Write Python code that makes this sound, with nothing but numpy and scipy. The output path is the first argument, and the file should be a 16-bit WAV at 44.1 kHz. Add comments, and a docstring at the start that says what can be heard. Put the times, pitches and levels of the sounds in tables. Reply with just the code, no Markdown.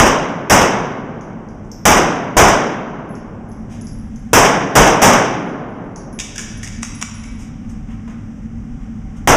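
"""A pistol fires in a long concrete indoor range, in pairs, a string of three and one last shot at the end.
Each blast is a pressure pulse with echoes and filtered-noise hall decay; the far wall slaps back.
The ventilation is banded noise. Brass cases bounce as noise ticks and paired sines, shoes scuff as noise strokes,
and a magazine dropped in a reload clatters as noise cracks and steel modes. Gain control ducks the loud parts."""
import sys
import numpy as np
from scipy import signal
from scipy.io import wavfile

SR = 44100
rng = np.random.default_rng(int(sys.argv[2]) if len(sys.argv) > 2 else 0)


def master(y):
    """Save y as 16-bit WAV."""
    cut = np.clip(np.atleast_2d(y).T, -1, 1)
    pcm = np.round(cut * 32767)  # scale
    wavfile.write(sys.argv[1], SR, pcm.astype(np.int16))


N = 412776
TIME = np.arange(N) / SR
FAR_WALL_S = .116  # delay of the far-wall slap

# pistol shots: start_s, blast_db, late_tail_db, tilt_db_per_octave (about 1 kHz, hall only)
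SHOTS = [(-.052, -2, -0.5, 0.5), (0.498, -3, 0, 1), (1.854, -2.5, 0.5, 1), (2.3678, -1, 0, 0.5),
         (4.332, -1.5, 1, 1), (4.7536, -1, -0.5, 0.5), (5.018, -2, 1.5, 1), (9.2744, -3, -15, 0)]
# hall response, t60 before scaling: freq_hz, early_db_per_hz, early_t60_s, late_db_per_hz, late_t60_s
HALL = [(30, 4.5, 0.68, -9.5, 0.83), (70, 4.5, 0.37, -22, 0.83), (143, 1.5, 0.5, -6.5, 3.2),
        (232, 0, 1.04, -5.5, 2.88), (455, 1, 1.12, -13.5, 2.81), (830, 3, 0.98, -12.5, 2.48),
        (1565, -4.5, 0.91, -17.5, 2.11), (3200, -11.5, 0.85, -30.5, 1.81), (5880, -14, 0.59, -42, 1.6),
        (8730, -25, 0.36, -69.5, 1.27), (15000, -25.5, 0.3, -68.5, .8)]


def from_db(db):
    """Decibels to amplitude gain."""
    return 10 ** (np.asarray(db) / 20)


def rms_one(x):
    """Scale to unit rms."""
    return x / np.sqrt(np.mean(x ** 2) + 1e-20)


def at_hz(rows, hz):
    """Table columns at one frequency, interpolated over log frequency."""
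    freqs, *columns = np.transpose(rows)
    return [np.interp(np.log(hz), np.log(freqs), column) for column in columns]


def butter(x, hz, kind, order=2):
    """Butterworth filter."""
    sos = signal.butter(order, np.clip(hz, 10, .45 * SR), kind, fs=SR, output="sos")
    return signal.sosfilt(sos, x)


def add(out, start_s, sound):
    """Mix a sound in at a time; one that starts outside the scene is skipped."""
    i = int(round(start_s * SR))
    if 0 <= i < N:
        out[i:i + len(sound)] += sound[:N - i]


def noise_bands(size):
    """Half-octave noise bands of equal density: (centre_hz, samples)."""
    white = rng.standard_normal((2, size + SR // 4))  # neighbouring bands use different sources
    edges_hz = np.geomspace(20, 17000, 21)
    for k, (low, high) in enumerate(zip(edges_hz, edges_hz[1:])):
        band = butter(white[k % 2], [low, high], "band", order=3)
        yield np.sqrt(low * high), band[-size:]  # filter onset dropped


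def dying(t, t60_s):
    """Exponential decay from t = 0, 60 dB per t60."""
    return (t >= 0) * np.exp(-np.log(1000) * np.maximum(t, 0) / t60_s)


def hall_roar(level_db=8.5, build_s=0.013, first_share=0.54, bass_lag_hz=900, hold_s=0.029,
              slap_db=-2.5, slap_t60_s=0.23, late_t60_share=.86, flutter_db=1.0):
    """Reflections pile up, die fast near the firing line and linger down the hall; the far wall slaps brightly."""
    t, out = TIME[::20], np.zeros(N)
    for hz, noise in noise_bands(N):
        early_db, early_t60_s, late_db, late_t60_s = at_hz(HALL, hz)
        hold = hold_s / (1 + hz / 9000)
        # the crack leads, the body swells behind it
        first = first_share * (hz + bass_lag_hz / 2) / (hz + bass_lag_hz)
        power = 0
        for start_s, blast_db, tail_db, tilt_db in SHOTS:
            age = t - start_s
            build = (age >= 0) * (1 - (1 - first) * np.exp(-np.maximum(age, 0) / build_s))
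            near_gain = from_db(early_db + blast_db + tilt_db * np.log2(hz / 1000))
            near = near_gain * build * dying(np.maximum(age - hold, 0), early_t60_s)
            wall_loss_db = 60 * (FAR_WALL_S - hold) / early_t60_s
            slap_gain = from_db(early_db + blast_db + slap_db - wall_loss_db)
            slap = slap_gain * dying(age - FAR_WALL_S, slap_t60_s)
            late = from_db(late_db + tail_db) * build * dying(age, late_t60_share * late_t60_s)
            power = power + near ** 2 + slap ** 2 * (1 + hz / 2500) + late ** 2
        # envelope grid is SR / 20, so the cutoff is really 41 Hz
        flutter = rms_one(butter(rng.standard_normal(len(t)), 820, "low"))
        envelope = np.sqrt(power) * from_db(flutter_db * flutter)
        out += noise * np.interp(TIME, t, envelope)
    return from_db(level_db) * out


def muzzle(level_db=-4.0, pulse_s=.0011, echo_db=-5.5, echo_t60_s=0.22, count=14,
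           slap_db=-4.0, slap_spread_s=0.0048):
    """N-shaped pressure pulse, its echoes from floor, side wall and beams, and a sharp far-wall crack."""
    out, pulse = np.zeros(N), np.linspace(1, -1, int(pulse_s * SR))
    crack = butter(pulse, 2500, "high")
    for start_s, blast_db, _, _ in SHOTS:
        add(out, start_s, from_db(level_db + blast_db) * pulse)
        for delay_s in rng.uniform(0.0026, 0.027, count):
            echo_gain = from_db(level_db + blast_db + echo_db) * dying(delay_s, echo_t60_s)
            add(out, start_s + delay_s, echo_gain * pulse)
        for delay_s in FAR_WALL_S + rng.exponential(slap_spread_s, size=4):
            add(out, start_s + delay_s, from_db(slap_db + blast_db) * crack)
    return out


def ventilation(level_db=-28.5, air_db=-6.0, rumble_db=-37, rumble_rise_db_per_s=0.57, split_hz=110):
    """Air rushes through ducts that boom at a few pitches, over a deep rumble that grows downrange."""
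    # air spectrum, relative: freq_hz, level_db_per_hz
    air_rows = [(25, 4.5), (45, 6.5), (70, -4.5), (110, -5.5), (150, -10), (230, -4), (310, -27),
                (450, -27), (800, -34), (1600, -35), (3200, -45), (6000, -50.5), (9000, -64.5),
                (15000, -75)]
    # duct resonances: centre_hz, width_hz, level_db (re level_db above)
    duct_rows = [(102.2, 8.9, -10.5), (223.6, 23.3, -3.5), (767, 32, -30)]
    flow = sum(noise * from_db(at_hz(air_rows, hz)[0]) for hz, noise in noise_bands(N))
    air = from_db(air_db) * rms_one(butter(flow, split_hz, "high", order=4))
    deep = rms_one(butter(flow, split_hz, "low", order=4))
    boom = np.zeros(N)
    for hz, width_hz, duct_db in duct_rows:
        resonance = butter(rng.standard_normal(N), [hz - width_hz / 2, hz + width_hz / 2], "band")
        boom += from_db(duct_db) * rms_one(resonance)
    rumble = from_db(rumble_db + rumble_rise_db_per_s * TIME) * deep
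    return from_db(level_db) * (air + boom) + rumble


def bounces(count=4, hop_share=.58, tick_loss_db=8.5, ring_loss_db=5.5):
    """Each case hops on, every hop shorter and weaker: (start_s, tick_db, ring_db, ring_hz)."""
    # brass cases landing, levels relative: start_s, tick_db, ring_db, nominal_ring_hz, first_hop_s
    case_rows = [(1.21, -19.5, -63, 10950, .277), (1.716, -14.5, -56.5, 11950, .25),
                 (3.0917, -35, -50, 10880, .397), (3.152, -19, -62, 10850, .364),
                 (3.8113, -25, -49, 10730, .11), (3.8696, -20.5, -57, 11000, 0.29),
                 (5.462, -45, -57, 10630, .24), (5.96, -11.5, -54, 9970, .54),
                 (6.128, -23.5, -44, 10560, .444), (6.727, -21, -62, 10170, .223),
                 (6.95, -25, -44.5, 10000, .191)]
    for start_s, tick_db, ring_db, ring_hz, hop_s in case_rows:
        for k in range(count):
            yield start_s, tick_db - k * tick_loss_db, ring_db - k * ring_loss_db, ring_hz
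            start_s += hop_s * hop_share ** k


def cases(tick_offset_db=-5.0, tick_t60_s=0.016, skitter_db=-18.5, skitter_t60_s=0.24,
          low_hz=4500, high_hz=6200, ring_t60_s=0.36, split_hz=45):
    """A bounce ticks, skitters on grit and rings the out-of-round case mouth as a close pair of modes."""
    out, t = np.zeros(N), TIME[:SR // 2]
    for start_s, tick_db, ring_db, ring_hz in bounces():
        contact = dying(t, tick_t60_s) + from_db(skitter_db) * dying(t, skitter_t60_s)
        tick = butter(rng.standard_normal(len(t)) * contact, [low_hz, high_hz], "band")
        pair_hz = ring_hz + split_hz * rng.standard_normal(2)
        ring = sum(np.sin(2 * np.pi * hz * t) for hz in pair_hz) * dying(t, ring_t60_s)
        add(out, start_s, from_db(tick_db + tick_offset_db) * tick + from_db(ring_db) * ring)
    return out


def scuffs(heel_peak_s=0.0041, heel_hz=1600, sole_after_s=.008, sole_peak_s=0.021, sole_hz=2270):
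    """Dull heel then gritty sole per step, plus stance slides: (start_s, level_db, peak_s, pitch_hz)."""
    # steps downrange: start_s, heel_db, sole_db
    step_rows = [(7.644, -46.5, -62), (7.884, -45, -47.5), (8.076, -36, -47.5), (8.44, -61, -63),
                 (8.79, -49, -55), (9.15, -48, -57)]
    # shoe slides: start_s, level_db, time_to_peak_s, band_reference_hz
    slide_rows = [(3.685, -46, 0.038, 3600), (4.05, -66, .15, 5000), (7.375, -47.5, 0.033, 4700),
                  (7.688, -50, 0.012, 5160), (9.158, -54.5, .014, 5000)]
    for start_s, heel_db, sole_db in step_rows:
        yield start_s, heel_db, heel_peak_s, heel_hz
        yield start_s + sole_after_s, sole_db, sole_peak_s, sole_hz
    yield from slide_rows


def shoes(grit_db=4.5, spread_below=4.0, spread_above=1.33):
    """Soles drag grit over concrete: uneven band noise under a smooth stroke."""
    out, t = np.zeros(N), TIME[:SR // 2]
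    for start_s, level_db, peak_s, hz in scuffs():
        grit = rng.standard_normal(len(t)) * from_db(grit_db * rng.uniform(-0.91, 1, len(t)))
        scrape = rms_one(butter(grit, [hz / spread_below, hz * spread_above], "band"))
        stroke = (t / peak_s) ** 2 * np.exp(2 * (1 - t / peak_s))  # unit peak at peak_s
        add(out, start_s, from_db(level_db) * stroke * scrape)
    return out


def contacts(corner_db=-9.5):
    """The magazine touches with a corner, then falls flat: (start_s, level_db, body_hz, body_width)."""
    # knocks, level relative: corner_start_s, flat_after_s, level_db, body_hz, body_width (share)
    knock_rows = [(6.189, .009, -14.5, 3250, 0.39), (6.357, .0235, -15, 1710, 0.094),
                  (6.63, .003, -21, 2150, .12), (6.825, 0.0044, -22.5, 1700, 0.72),
                  (7.012, .003, -20.5, 1420, 0.89), (7.235, .003, -34.5, 2230, 0.021)]
    for start_s, flat_after_s, level_db, body_hz, body_width in knock_rows:
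        yield start_s, level_db + corner_db, body_hz, body_width
        yield start_s + flat_after_s, level_db, body_hz, body_width


def magazine(crack_db=-2.5, crack_t60_s=0.23, low_hz=1900, high_hz=6500, ring_db=-15.0, body_db=-3.5,
             body_t60_s=0.081, dull_hz=10500, rattle_db=5.0, snap_db=6.0, snap_t60_s=0.0094):
    """Each knock: hard snap, rattling crack, damped hollow note set by where it lands, and steel ring."""
    # steel modes before random scatter: freq_hz, relative_db, t60_s
    modes = [(1040, -20, 0.4), (1700, -21, .3), (2186, -35, 0.23), (2290, -13, 1.4), (2720, -39, 0.27),
             (3340, -17, 0.5), (3780, -8, .2), (5000, -24, 0.9), (5970, -21.5, 0.12), (6440, -21, .2),
             (7000, -15, 0.2), (7960, -26, 0.33), (12600, -23, .2)]
    out, t = np.zeros(N), TIME[:SR]
    for start_s, level_db, body_hz, body_width in contacts():
        chatter = rms_one(butter(rng.standard_normal(len(t)), 190, "low"))  # spring and follower
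        contact = rng.standard_normal(len(t)) * from_db(rattle_db * chatter)
        decay = dying(t, crack_t60_s) + from_db(snap_db) * dying(t, snap_t60_s)
        crack = butter(contact * decay, [low_hz, high_hz], "band")
        body_band_hz = [body_hz / (1 + body_width), body_hz * (1 + body_width)]
        body = rms_one(butter(contact, body_band_hz, "band")) * dying(t, body_t60_s)
        ring = np.zeros(len(t))
        for hz, mode_db, t60_s in modes:
            mode_gain = from_db(mode_db + rng.normal(0, 6.6))
            ring += mode_gain * np.sin(2 * np.pi * hz * rng.normal(1, 0.00345) * t) * dying(t, t60_s)
        add(out, start_s, from_db(level_db + crack_db) * crack
            + from_db(level_db + ring_db) * ring + from_db(level_db + body_db) * body)
    return butter(out, dull_hz, "low")


def in_hall(x, wet_db, t60_share):
    """Add reverberation: convolution with noise bands that die at a share of the hall's early t60."""
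    t = TIME[:2 * SR]
    response = sum(noise * dying(t, t60_share * at_hz(HALL, hz)[1]) for hz, noise in noise_bands(len(t)))
    return x + from_db(wet_db) * signal.fftconvolve(x, response / np.linalg.norm(response))[:N]


def gain_control(x, threshold_db=-23.0, depth_db=11.5, release_db_per_s=11.5, detect_s=0.0072):
    """High level cuts the gain within milliseconds; as it creeps back the ventilation swells again."""
    r = np.exp(-1 / (detect_s * SR))
    power = signal.lfilter([1 - r], [1, -r], x ** 2)
    over_db = np.clip(10 * np.log10(power + 1e-18) - threshold_db, 0, depth_db)
    # peak hold with a linear dB release
    release_db = release_db_per_s * TIME
    held_db = np.maximum.accumulate(over_db + release_db, axis=-1) - release_db
    return x * from_db(-butter(held_db, 60, "low", order=1))


def scene(shots_db=12.0):
    """Mono mix of shots, small sounds and air; the magazine has less but longer reverberation."""
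    shots = from_db(shots_db) * (hall_roar() + muzzle())
    small = in_hall(cases() + shoes(), wet_db=-1.0, t60_share=0.86)
    reload = in_hall(magazine(), wet_db=-4.5, t60_share=1.42)
    return (shots + ventilation() + small + reload)[None]


def record(dry, overload=1.3, notch_hz=4250, notch_q=1.25, peak_hz=6050, peak_q=3.0, peak_gain=1.95,
           cutoff_hz=15400):
    """Gain ducks, preamplifier overloads, notch and peak colour the treble, converter clips, top is cut."""
    x = overload * np.tanh(gain_control(dry) / overload)
    x = signal.lfilter(*signal.iirnotch(notch_hz, notch_q, SR), x)
    x = x + peak_gain * signal.lfilter(*signal.iirpeak(peak_hz, peak_q, SR), x)
    top_cut = signal.ellip(10, .1, 70, cutoff_hz, fs=SR, output="sos")
    return signal.sosfilt(top_cut, np.clip(x, -1, 1))


dry = scene()
out = record(dry)
master(out)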